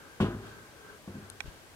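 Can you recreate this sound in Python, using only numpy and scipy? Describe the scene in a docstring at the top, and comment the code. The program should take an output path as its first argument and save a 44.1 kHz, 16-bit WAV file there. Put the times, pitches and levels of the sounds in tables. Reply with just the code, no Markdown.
"""Empty house with bare floorboards: slow steps, heard by a hand-held stereo microphone.
One firm step, then a soft one whose sole rolls down: contact pushes ring board modes and diffuse room sound.
Close by: two dry clicks (short modes), a bump (pressure swings) and cloth rustle (patchy noise).
Behind: faint room tone and hiss (shaped noise), swelling airy tones (noise through narrow resonances)."""
import sys
import numpy as np
from scipy import signal
from scipy.io import wavfile

SR = 44100
rng = np.random.default_rng(int(sys.argv[2]) if len(sys.argv) > 2 else 0)


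def magnitude_from_level(level_db):
    """Linear magnitude for a level in decibels (20 dB per decade)."""
    exponent = np.asarray(level_db, float) / 20
    return 10 ** exponent


def generate_wav(sig):
    """Save sig (samples, or channels by samples) to the path in sys.argv[1] as 16-bit PCM at SR."""
    pcm = np.round(np.clip(np.atleast_2d(sig).T, -1, 1) * 32767).astype(np.int16)
    wavfile.write(sys.argv[1], SR, pcm)


N = 77175


def at_hz(points, hz):
    """Reads a table on a log-frequency axis."""
    table_hz, values = np.transpose(points)
    return np.interp(np.log(hz), np.log(table_hz), values)


def pan(db):
    """Left and right gains; positive dB favours the left."""
    return magnitude_from_level(np.array([[db / 2], [-db / 2]]))


def filtered(kind, order, hz, x):
    """Butterworth filter."""
    return signal.sosfilt(signal.butter(order, hz, kind, fs=SR, output="sos"), x)


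def drift(rate_hz):
    """Slow random wander, spread 1: low-passed noise made at SR / 40, then interpolated."""
    r = np.exp(-2 * np.pi * rate_hz * 40 / SR)
    noise = rng.standard_normal(N // 40 + 2002)
    slow = signal.lfilter([1], [1, -2 * r, r * r], noise)[2000:]
    return np.interp(np.arange(N) / 40, np.arange(len(slow)), slow / slow.std())


def ring(push, hz, t60_s):
    """Two-pole resonance: a unit click starts a decaying sine of height 1."""
    r, w = magnitude_from_level(-60 / (t60_s * SR)), 2 * np.pi * hz / SR
    return signal.lfilter([0, np.sin(w)], [1, -2 * r * np.cos(w), r * r], push + 1e-18)


def bands(spectrum, likeness, shape):
    """Half-octave bands of stereo noise, each with its level, left-right likeness and shape(hz) in time."""
    out = 0
    edges_hz = 26.9 * 2 ** np.arange(0, 9.6, .5)
    white = rng.standard_normal((2, 2, N + 8000))  # neighbouring bands use different noise
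    for k, (low_hz, high_hz) in enumerate(zip(edges_hz, edges_hz[1:])):
        mid, side = filtered("band", 2, [low_hz, high_hz], white[k % 2])[:, 8000:]
        hz = np.sqrt(low_hz * high_hz)
        alike = np.clip(at_hz(likeness, hz), -.99, .999)
        stereo = np.sqrt(1 + alike) * mid + np.sqrt(1 - alike) * side * [[1], [-1]]
        out = out + magnitude_from_level(at_hz(spectrum, hz)) * shape(hz) * stereo
    return out


# shoe meets board: (t/s, level/dB, hardness f/Hz, extra level of joist modes/dB)
CONTACTS = [(0.2013, -22.5, 2730, 4), (0.206, -19.5, 675, 5), (0.2245, -17, 436, -3.5),
            (0.241, -26.5, 400, 0.5), (.283, -29, 410, -10), (.345, -32.5, 394, 3.5), (.392, -45, 398, -4),
            (0.444, -45, 395, 1), (1.0754, -34.5, 1400, -25), (1.081, -40.5, 490, -6),
            (1.092, -34.5, 247, 0.5), (1.101, -38.5, 300, -18), (1.141, -42.5, 315, -14),
            (1.152, -35, 494, -25), (1.165, -36, 450, -7), (1.18, -39.5, 304, -19), (1.223, -38.5, 244, 2)]
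# floorboard and joist modes: (f/Hz, level/dB, t60/s)
BOARD_MODES = [(54.8, -25, 0.56), (96.55, -11.5, 0.49), (108.2, -18, 0.59), (116.6, 0.5, 0.039),
               (152, -5.5, 0.11), (166.4, -33, 0.47), (201.2, -0.5, 0.11), (214, -20.5, 0.16),
               (241.4, -19.5, 0.54), (313.5, -18, 0.28), (348, -16, 0.24), (361, -4.5, 0.077),
               (389, -16, 0.33), (510, -5.5, 0.061), (548, -19, 0.057), (705, -5, 0.057),
               (846, -0.5, 0.0078), (870, -4.5, 0.026), (1086, -0.5, 0.024), (1158, -3.5, 0.043),
               (1413, -7, 0.029), (1530, -2, 0.015)]
# colour of the diffuse step sound: (f/Hz, level/dB)
KNOCK_SPECTRUM = [(40, -8), (100, -30), (200, 19), (400, 10.5), (500, -0.5), (700, 3.5), (1100, 1.5),
                  (1600, 3.5), (2000, -8), (2800, 6), (5000, -4), (9000, 0.5), (15000, -8)]
# room decay: (f/Hz, t60/s)
ROOM_T60 = [(60, .7), (400, .45), (1000, .62), (1600, .58), (2500, .33), (10000, .25)]
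# room stereo: (f/Hz, left-right likeness)
ROOM_LIKENESS = [(60, 1.0), (180, 0.98), (550, 0.8), (1650, 1), (4970, -0.054), (15000, -0.38)]
STRIKE_SPREAD_DB, JOIST_BELOW_HZ = 1.0, 125
ROOM_DB, ROOM_RISE_S = -5, 0.0033
DIFFUSE_ABOVE_HZ, FLOOR_LOWEST_HZ = 480, 42  # below the first, separate modes carry the sound
SETTLE_S, SETTLE_DB, SETTLE_TIME_S = 1.108, -2.5, .004  # settling sole muffles ringing boards
SOFT_STEP_FROM_S, SOFT_STEP_BODY_HZ = .9, (190, 290)
SOFT_STEP_THIN_DB = -5.5  # soft step: room, and modes above the joists outside its body
STEP_PAN_DB = 1.2


def contact_pushes():
    """One push per contact: a click low-passed at its hardness, as by the sole."""
    pushes = np.zeros((len(CONTACTS), N))
    for push, (s, db, hard_hz, _) in zip(pushes, CONTACTS):
        r = np.exp(-2 * np.pi * hard_hz / SR)
        click = (np.arange(N) == int(s * SR)) + 1e-18
        push[:] = signal.lfilter([magnitude_from_level(db) * (1 - r) ** 2], [1, -2 * r, r * r], click)
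    return pushes


def board_ring(pushes, thin_db):
    """Pushes excite the board and joist modes; the settling sole lowers what already rings."""
    contact_s, joist_db = np.array(CONTACTS)[:, 0], np.array(CONTACTS)[:, 3]
    modes_hz = np.array(BOARD_MODES)[:, 0]
    low_hz, high_hz = SOFT_STEP_BODY_HZ
    outside_body = (modes_hz > JOIST_BELOW_HZ) & ((modes_hz < low_hz) | (modes_hz > high_hz))
    strength_db = STRIKE_SPREAD_DB * rng.standard_normal((len(CONTACTS), len(BOARD_MODES)))
    strength_db += np.outer(joist_db, modes_hz < JOIST_BELOW_HZ) + np.outer(thin_db, outside_body)
    strengths = magnitude_from_level(strength_db)
    groups = np.array([contact_s < SETTLE_S, contact_s >= SETTLE_S])
    ringing = np.zeros((2, N))
    for k, (hz, db, t60_s) in enumerate(BOARD_MODES):
        drive = groups * strengths[:, k] @ pushes
        ringing += (-1) ** k * magnitude_from_level(db) * ring(drive, hz, t60_s)
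    before, after = ringing
    settled = np.clip((np.arange(N) / SR - SETTLE_S) / SETTLE_TIME_S, 0, 1)
    return before * magnitude_from_level(SETTLE_DB * settled) + after


def room_ring(pushes, thin_db):
    """Diffuse sound: pushes convolved with stereo noise that rises fast and dies by frequency."""
    t = np.arange(N) / SR
    rise = 1 - np.exp(-t / ROOM_RISE_S)
    echo = bands(KNOCK_SPECTRUM, ROOM_LIKENESS, lambda hz: magnitude_from_level(-60 * t / at_hz(ROOM_T60, hz)) * rise)
    room = signal.fftconvolve(echo, (magnitude_from_level(thin_db) @ pushes)[None], axes=1)[:, :N]
    return filtered("high", 2, DIFFUSE_ABOVE_HZ, room)


def steps():
    """Each contact pushes the boards' modes and the dying diffuse sound of the room."""
    pushes = contact_pushes()
    thin_db = SOFT_STEP_THIN_DB * (np.array(CONTACTS)[:, 0] > SOFT_STEP_FROM_S)
    both = board_ring(pushes, thin_db) + magnitude_from_level(ROOM_DB) * room_ring(pushes, thin_db)
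    return pan(STEP_PAN_DB) * filtered("high", 3, FLOOR_LOWEST_HZ, both)


# board hum as the weight rolls over: (t/s, level/dB, f/Hz, time to peak/s)
HUMS = [(0.223, -32, 399.3, 0.0064), (.29, -41.5, 348, 0.025), (.385, -47.5, 389, 0.026),
        (1.142, -49, 254, 0.014)]


def board_hum():
    """A single mode swells and dies under each shift of weight: sine under age * exp(-age)."""
    out = 0
    for s, db, hz, peak_s in HUMS:
        age_s = np.maximum(np.arange(N) / SR - s, 0)
        envelope = age_s / peak_s * np.exp(1 - age_s / peak_s)
        out = out + magnitude_from_level(db) * envelope * np.sin(2 * np.pi * hz * age_s)
    return pan(STEP_PAN_DB) * out


# band kept of the clicks: low f/Hz, high f/Hz
CLICK_BAND_HZ = [600, 11500]


def clicks(touches, modes, turn):
    """Small hard touches ring short-lived modes; every second mode is scaled by turn on the right."""
    out = np.zeros((2, N))
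    for s, db, pan_db in touches:
        touch = magnitude_from_level(db) * (np.arange(N) == int(s * SR))
        for k, (hz, mode_db, t60_s) in enumerate(modes):
            mode = (-1) ** k * magnitude_from_level(mode_db) * ring(touch, hz, t60_s)
            out += pan(pan_db) * [[1], [turn ** (k % 2)]] * mode
    return filtered("band", 3, CLICK_BAND_HZ, out)


# first near click, touches: (t/s, level/dB, pan/dB)
TICK_TOUCHES = [(1.3002, -33, 5.7), (1.3005, -31, 9.5), (1.3008, -35, 8.1), (1.3022, -39, 2.4)]
# its modes: (f/Hz, level/dB, t60/s)
TICK_MODES = [(4410, -6, 0.012), (6540, -12.5, 0.0032), (8350, 3.5, 0.0021), (8980, 5, 0.0025),
              (11300, -4.5, 0.0042)]


def tick():
    """First dry click: touches ringing high, short modes."""
    return clicks(TICK_TOUCHES, TICK_MODES, turn=.8)


# second near click, touches: (t/s, level/dB, pan/dB)
SNAP_TOUCHES = [(1.4040, -67, 15), (1.4047, -29.5, -5.5), (1.4054, -31.5, -18.5)]
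# its modes: (f/Hz, level/dB, t60/s)
SNAP_MODES = [(805, -2.5, 0.022), (1060, -15, 0.024), (1550, -20, 0.053), (1960, -8, 0.021),
              (2343, 3.5, .014), (3400, -5, 0.016), (3740, -17, 0.026), (5700, -8, 0.0046),
              (7490, -16.5, 0.014), (9500, -39, 0.0027)]


def snap():
    """Second dry click: lower modes too, every second one inverted on the right."""
    return clicks(SNAP_TOUCHES, SNAP_MODES, turn=-1.12)


# bumps on the microphone body: (t/s, level/dB, length/s, pan/dB)
BUMPS = [(1.442, -47, 0.0068, 24), (1.453, -43, 0.0056, 3), (1.4575, -38.5, 0.0018, 6),
         (1.475, -39.5, 0.01, 18.5), (1.485, -40, 0.0077, 3)]


def bumps():
    """Single soft swings of pressure (sine squared), alternately up and down."""
    t = np.arange(N) / SR
    out = np.zeros((2, N))
    for k, (s, db, length_s, pan_db) in enumerate(BUMPS):
        swing = np.sin(np.pi * np.clip((t - s) / length_s, 0, 1)) ** 2
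        out += (-1) ** k * pan(pan_db) * magnitude_from_level(db) * swing
    return out


# cloth rustle: (t/s, level/dB, rise/s, fall/s)
RUSTLES = [(.48, -52, 0.051, 0.086), (1.462, -51.5, 0.0083, 0.1)]
# rustle colour: (f/Hz, level/dB)
RUSTLE_SPECTRUM = [(150, 28.5), (500, 22), (1500, 2), (3000, 16.5), (6000, 5.5), (12000, -7)]
# stereo of rustle and room tone: (f/Hz, left-right likeness)
TONE_LIKENESS = [(60, 0.88), (180, 0.49), (550, 0.75), (1650, 0.15), (4970, 0.021), (15000, 0.025)]


def rustle():
    """Patchy noise with a Gaussian rise and an exponential fall."""
    t = np.arange(N) / SR
    swell = 0
    for s, db, rise_s, fall_s in RUSTLES:
        decay = np.where(t < s, ((s - t) / rise_s) ** 2, (t - s) / fall_s)
        swell = swell + magnitude_from_level(db) * np.exp(-decay)
    cloth = bands(RUSTLE_SPECTRUM, TONE_LIKENESS, lambda hz: magnitude_from_level(1.5 * drift(25.0)))
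    return swell * cloth / cloth.std()


# room tone and hiss: (f/Hz, level/dB)
TONE_SPECTRUM = [(22, -16), (40, -2.5), (90, 0.5), (200, -4), (450, -4), (700, -7.5), (1300, -11.5),
                 (2000, -11.5), (4000, -16), (9000, -20), (14000, -25), (16000, -30)]
TONE_DB, TONE_PAN_DB = -55.5, 1.85


def air_and_hiss():
    """Steady shaped noise; the bass wavers most."""
    tone = bands(TONE_SPECTRUM, TONE_LIKENESS, lambda hz: magnitude_from_level(2.0 * drift(5.0) / (1 + hz / 300)))
    return magnitude_from_level(TONE_DB) * tone / tone.mean(axis=0).std()


# narrow airy tones: (f/Hz, width/Hz, level/dB)
AIRY_TONES = [(424.4, 40, -0.5), (1058, 140, -5), (1327, 96, -4.5), (1568, 74, 1.5)]
# their common swell: (t/s, level/dB)
AIRY_SWELL = [(0, -61), (0.038, -60.5), (.13, -63.5), (.18, -66), (.33, -61.5), (.4, -68), (.44, -57.5),
              (.55, -58.5), (.66, -62), (.75, -69.5), (.81, -62), (.91, -57.5), (.98, -64.5), (1.01, -91),
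              (1.1, -68), (1.15, -63.5), (1.31, -62), (1.37, -69.5), (1.43, -68), (1.46, -61.5),
              (1.6, -68.5), (1.75, -72)]


def airy_tones():
    """Noise through narrow resonances, swelling and fading together."""
    swell_db = np.interp(np.arange(N) / SR, *np.transpose(AIRY_SWELL))
    out = 0
    for hz, width_hz, db in AIRY_TONES:
        alike = at_hz(TONE_LIKENESS, hz)
        mid, side = ring(rng.standard_normal((2, N)), hz, 2.2 / width_hz)  # t60 from bandwidth
        stereo = mid + np.sqrt((1 - alike) / (1 + alike)) * side * [[1], [-1]]
        out = out + magnitude_from_level(db + swell_db) * stereo / mid.std()
    return out


def room_tone():
    """Air, hiss and airy tones, slightly to the left."""
    return pan(TONE_PAN_DB) * (air_and_hiss() + airy_tones())


def scene():
    """All sources together."""
    return steps() + board_hum() + tick() + snap() + bumps() + rustle() + room_tone()


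def band_limit(x):
    """A steep low-pass at the top of the band."""
    return signal.sosfilt(signal.butter(12, 16090, fs=SR, output="sos"), x)


RIGHT_LAG_S, CUTOFF_HZ, BASS_CUT_HZ = .00013, 16500, 28.0


def record(dry):
    """Right capsule hears slightly later; the top and the deepest bass are dropped."""
    late_right = np.pad(dry[1], (round(RIGHT_LAG_S * SR), 0))[:N]
    spaced = np.array([dry[0], late_right])
    topless = signal.sosfilt(signal.cheby2(16, 60, CUTOFF_HZ, fs=SR, output="sos"), spaced)
    mix = filtered("high", 2, BASS_CUT_HZ, topless)
    return band_limit(mix)


dry = scene()
out = record(dry)
generate_wav(out)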